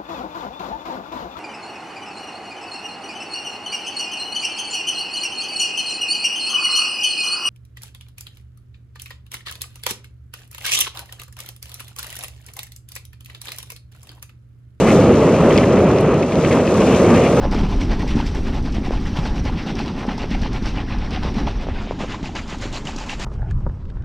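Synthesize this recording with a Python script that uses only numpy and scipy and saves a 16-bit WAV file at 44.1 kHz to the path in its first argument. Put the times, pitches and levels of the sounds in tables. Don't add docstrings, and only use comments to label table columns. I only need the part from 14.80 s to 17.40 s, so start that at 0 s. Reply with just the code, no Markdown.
import sys
import numpy as np
from scipy import signal
from scipy.fft import rfft, irfft
from scipy.io import wavfile
from scipy.ndimage import uniform_filter1d

SR = 44100
rng = np.random.default_rng(int(sys.argv[2]) if len(sys.argv) > 2 else 0)


def boost(x):
    u = np.asarray(x, float) / 20
    return 10 ** u


def log_audio(samples):
    frames = np.atleast_2d(samples).T
    limited = np.clip(frames, -1, 1)
    pcm = np.round(limited * 32767).astype(np.int16)
    wavfile.write(sys.argv[1], SR, pcm)


N = 114660

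# time [s], hiss level [dB].
STREAM = [(0, -38), (.06, -38), (.12, -36), (.19, -39), (.3, -42), (.42, -40), (.6, -41.5), (.78, -39),
          (.92, -42), (1.1, -43), (1.35, -44.5), (1.55, -43), (1.72, -39.5), (1.85, -41.5), (2.0, -39.5),
          (2.16, -38), (2.35, -38.5), (2.6, -39.5)]


def rms_one(x):
    return x / np.sqrt(np.mean(x ** 2) + 1e-20)


def at_hz(points, hz):
    f, v = np.transpose(points)
    return np.interp(np.log(np.maximum(hz, 1)), np.log(f), v)


def curve(rows):
    s, v = np.transpose(rows)
    return np.interp(np.arange(N) / SR, s, v)


def bandpass(x, order, low_hz, high_hz):
    sos = signal.butter(order, [low_hz, high_hz], "band", fs=SR, output="sos")
    return signal.sosfilt(sos, x)


def drift(rate_hz):
    pole = np.exp(-2 * np.pi * rate_hz * 20 / SR)
    white = rng.standard_normal(N // 20 + 2002)
    slow = signal.lfilter([1], [1, -2 * pole, pole * pole], white)[2000:]
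    return np.interp(np.arange(N) / 20, np.arange(len(slow)), rms_one(slow))


def turbulence(spectrum, shared_db, own_db, rate_hz, tilt_db=0, skirt_db=30):
    hz = np.maximum(np.fft.rfftfreq(N, 1 / SR), 1)
    low, high = spectrum[0][0], spectrum[-1][0]
    octaves_outside = np.maximum(np.log2(low / hz), 0) + np.maximum(np.log2(hz / high), 0)
    colour_db = at_hz(spectrum, hz) - skirt_db * octaves_outside
    noise = rfft(rng.standard_normal((2, N))) * boost(colour_db)
    centres_hz = 16 * 2 ** np.arange(0, 10.5, .5)
    centres_hz = centres_hz[(centres_hz > low / 2) & (centres_hz < 2 * high)]
    together = drift(rate_hz) + drift(4 * rate_hz)
    out = 0
    for centre in centres_hz:
        share = np.clip(1 - 2 * abs(np.log2(hz / centre)), 0, 1)
        gain_db = shared_db * together + own_db * drift(rate_hz) + tilt_db * np.log2(centre / low)
        out = out + boost(gain_db) * irfft(noise * share, N)
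    return rms_one(out)


def wind():
    # frequency [Hz], density [dB per Hz].
    rumble_spectrum = [(20, -35), (54, -10), (140, -0.5), (218, 1.5), (290, -1), (510, -0.5), (620, -4.5),
                       (760, -14)]
    # frequency [Hz], density [dB per Hz].
    rush_spectrum = [(800, -2), (1240, -1), (1450, -9), (1700, -11), (2000, -12), (2600, -11),
                     (3100, -16.5), (3800, -31)]
    # frequency [Hz], density [dB per Hz].
    hiss_spectrum = [(3400, -1), (4200, -3), (4700, -6), (6500, -6), (7700, -9), (11100, -19.5),
                     (13000, -28.5), (15600, -32)]
    # time [s], level [dB].
    buffet_rows = [(0.0, -12), (0.34, -8), (0.36, -12.5), (0.53, -10), (0.59, -14.5), (0.61, -9.5),
                   (0.92, -13), (0.94, -10.5), (1.4, -14), (1.5, -20.5), (1.59, -12), (1.61, -17),
                   (1.74, -11), (1.85, -16.5), (1.93, -13), (2.37, -9), (2.49, -14), (2.6, -11.5)]
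    buffet_db, stream_db = curve(buffet_rows), curve(STREAM)
    swing_db = stream_db - stream_db.mean()

    eddies = turbulence(rumble_spectrum, shared_db=-0.26, own_db=0.26, rate_hz=42)
    even_s, even_share = 0.0127, 0.092
    power = uniform_filter1d(eddies[0] ** 2, int(even_s * SR))
    eddies = rms_one(eddies / (power + .05) ** (even_share / 2))

    rush_db = -25.5 + 0.59 * (buffet_db - buffet_db.mean()) + 0.42 * swing_db
    rush = turbulence(rush_spectrum, shared_db=1.09, own_db=-0.1, rate_hz=15.4, tilt_db=0.06 * swing_db)

    hiss_db = stream_db + 3
    hiss = turbulence(hiss_spectrum, shared_db=1.0, own_db=0.37, rate_hz=41, tilt_db=0.44 * swing_db)
    return boost(buffet_db) * eddies + boost(rush_db) * rush + boost(hiss_db) * hiss


def bursts(rows, length_s, low_hz, high_hz):
    size = 2000
    out = np.zeros((2, N + size))
    for s, db, length, low, high in zip(*np.broadcast_arrays(*rows.T, length_s, low_hz, high_hz)):
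        t = np.arange(size) / SR / length
        envelope = (t * np.exp(-2 * t)) ** 2
        puff = bandpass(rng.standard_normal((2, size)) * envelope, 3, low, min(high, .45 * SR))
        i = int(s * SR)
        out[:, i:i + size] += boost(db) * puff / abs(puff).max(axis=1, keepdims=True)
    return out[:, :N]


def knocks():
    # start [s], peak level [dB], pitch [Hz], length [s].
    knock_rows = [(0.072, -14, 1980, 0.0024), (0.102, -9, 2280, 0.0032), (0.118, -14, 2000, 0.0062),
                  (0.219, -30, 2300, 0.0033), (0.394, -54, 2670, 0.005), (0.489, -23, 2480, 0.0047),
                  (0.706, -9, 2370, 0.003), (0.717, -16, 1850, 0.0062), (0.756, -15, 2300, 0.0030),
                  (0.78, -4, 2280, 0.0038), (0.834, -14, 1880, 0.005), (0.929, -25, 2500, 0.0044),
                  (1.181, -18, 2480, 0.0034), (1.345, -20.5, 2580, 0.0098), (1.426, -17, 2320, 0.0049),
                  (1.5190, -16, 2280, 0.0043), (1.616, -17, 2080, 0.005), (1.645, -8.5, 2170, 0.0042),
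                  (1.659, -17, 2500, 0.004), (1.709, -14, 2320, 0.0043), (1.723, -12, 2350, 0.0032),
                  (1.873, -13, 2500, 0.0032), (2.0705, -14, 2560, 0.0065), (2.1365, -34, 2770, 0.005),
                  (2.2448, -57, 2040, 0.0037), (2.34, -19, 2600, 0.0027), (2.3695, -12, 2500, 0.0033),
                  (2.38, -16, 2160, 0.0061), (2.45, -17, 2470, 0.003), (2.46, -16, 2360, 0.0086)]
    k = np.array(knock_rows)
    start_and_db, pitch_hz, length_s = k[:, :2], k[:, 2], k[:, 3]
    width_hz, core_db, scrape_db = 640, -6.5, -8
    core = bursts(start_and_db, length_s, pitch_hz - width_hz / 2, pitch_hz + width_hz / 2)
    scrape = bursts(start_and_db, 1.8 * length_s, 1300, 3420)
    return boost(core_db) * core + boost(scrape_db) * scrape


def flutters():
    # start [s], length [s], level [dB], pitch [Hz].
    flutter_rows = [(0.0, 0.022, -34.5, 2620), (0.049, 0.084, -26, 2180), (0.203, 0.056, -63, 2270),
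                    (0.705, 0.027, -32, 2000), (0.757, 0.027, -28, 2250), (.78, 0.06, -35, 2450),
                    (0.819, 0.034, -29, 1920), (1.15, 0.045, -36, 2440), (1.628, 0.037, -32, 2400),
                    (1.698, 0.053, -28, 2010), (1.74, .09, -39, 2460), (1.87, .03, -37, 2500),
                    (2.0, 0.048, -31, 2420), (2.067, 0.053, -31, 2620), (2.117, 0.072, -29.5, 2600),
                    (2.05, 0.38, -36, 1900), (2.337, 0.033, -30, 2480), (2.389, 0.11, -30.5, 2330)]
    width_octaves, ragged_db, slaps_per_s = 0.59, 1.5, 140
    slaps = rng.standard_normal((2, N)) * boost(ragged_db * drift(slaps_per_s))
    out = np.zeros((2, N))
    for s, length, db, hz in flutter_rows:
        i, j = int(max(s, 0) * SR), min(int((s + length) * SR), N)
        low, high = hz * 2 ** (width_octaves * np.array([-.5, .5]))
        part = bandpass(slaps[:, i:j], 2, low, high)
        swell = np.sin(np.linspace(0, np.pi, j - i))
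        out[:, i:j] += boost(db) * swell * rms_one(part)
    return out


def ticks():
    # start [s], peak level [dB] of the top, middle and lower band.
    tick_rows = [(.1989, -48.5, -34, -38), (0.2803, -45, -40, -48), (.3711, -40, -38, -23),
                 (.5367, -42, -40, -39), (.702, -40, -38, -26), (0.7614, -39, -30, -24),
                 (0.7766, -33, -15, -7), (0.783, -34, -26, -26), (0.9901, -38, -36, -34),
                 (1.1143, -35, -28, -29), (1.185, -42, -40, -20), (1.2024, -39, -44, -42),
                 (1.2092, -24, -30, -32), (1.2321, -44, -40, -38), (1.3419, -46, -27, -40),
                 (1.4251, -41, -29, -25), (1.433, -44, -38, -31), (1.4975, -48, -41, -34),
                 (1.5553, -44, -38, -17), (1.5808, -43, -39, -36), (1.6232, -44, -37, -39),
                 (1.649, -44, -33, -24), (1.697, -41, -31, -34), (1.7296, -37, -21, -30),
                 (1.7509, -31, -31, -26), (1.8687, -42, -35, -23), (1.9106, -39, -35, -28),
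                 (1.9415, -42, -20, -32), (2.0128, -38, -33, -28), (2.1301, -36, -32, -30)]
    tick_edges_hz = [1300, 3600, 7600, 10800]
    tick_s, grit, size = .001, 0.19, 400
    out = np.zeros((2, N + size))
    t = np.arange(size) / SR / tick_s
    for s, *dbs in tick_rows:
        puff = grit * rng.standard_normal((2, size)) * (t * np.exp(1 - t)) ** 4
        puff[0, int(tick_s * SR)] += 1
        i = int(s * SR)
        for db, sign, low, high in zip(dbs[::-1], (1, -1, 1), tick_edges_hz, tick_edges_hz[1:]):
            part = bandpass(puff, 2, low, high)
            out[:, i:i + size] += sign * boost(db) * part / abs(part).max(axis=1, keepdims=True)
    return out[:, :N]


def crackle():
    crackles_per_s, crackle_db = 71, -48
    stream_db = curve(STREAM)
    born = rng.random(N) < crackles_per_s * boost(stream_db - stream_db.mean()) / SR
    sizes = boost(7.0 * np.minimum(rng.exponential(1, N), 2.5)) * born
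    envelope = signal.lfilter([1], [1, -.98], sizes + 1e-18)
    grains = envelope * rng.standard_normal((2, N))
    return boost(crackle_db) * bandpass(grains, 2, 1900, 5000)


def ports(pair):
    # frequency [Hz], share [dB].
    own_rows = [(30, -23), (70, -27), (130, -36), (350, -36), (700, -20.5), (1600, -9.5), (2300, -17),
                (3800, -1), (6400, -4), (8200, -2)]
    # frequency [Hz], lead [rad].
    lead_rows = [(80, -.015), (1000, -.13), (2300, 0), (4300, .35), (6900, 2.8), (8000, 4.8), (10000, 6.2),
                 (15000, 6.6)]
    # frequency [Hz], left minus right [dB].
    shadow_rows = [(300, -.15), (2400, .15), (3750, 6), (4800, 2.5), (6500, 8), (8200, 10), (11500, .8),
                   (15000, 1.5)]
    hz = np.fft.rfftfreq(N, 1 / SR)
    a, b = rfft(pair)
    own_db = at_hz(own_rows, hz) + 1.5 * (hz > 10000)
    own = np.clip(boost(own_db), 0, 1)
    cavity_hz, cavity_width_hz, cavity_db = 6450, 1100, 5.5
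    left_db = cavity_db / (1 + ((hz - cavity_hz) / cavity_width_hz) ** 2)
    late = a * np.exp(-1j * at_hz(lead_rows, hz))
    right = np.sqrt(1 - own ** 2) * late + own * b
    return irfft(np.array([a * boost(left_db), right * boost(left_db - at_hz(shadow_rows, hz))]), N)


def scene():
    return ports(wind() + crackle() + flutters() + knocks() + ticks())


def top_cut(x):
    return signal.sosfilt(signal.butter(12, 15700, fs=SR, output="sos"), x)


def record(dry):
    top, whine_hz, whine_db = 0.88, 13200, -77
    rounded = dry / (1 + abs(dry / top) ** 4) ** 0.43
    whine = boost(whine_db) * np.sin(2 * np.pi * whine_hz * np.arange(N) / SR)
    return top_cut(rounded + whine)


dry = scene()
out = record(dry)
log_audio(out)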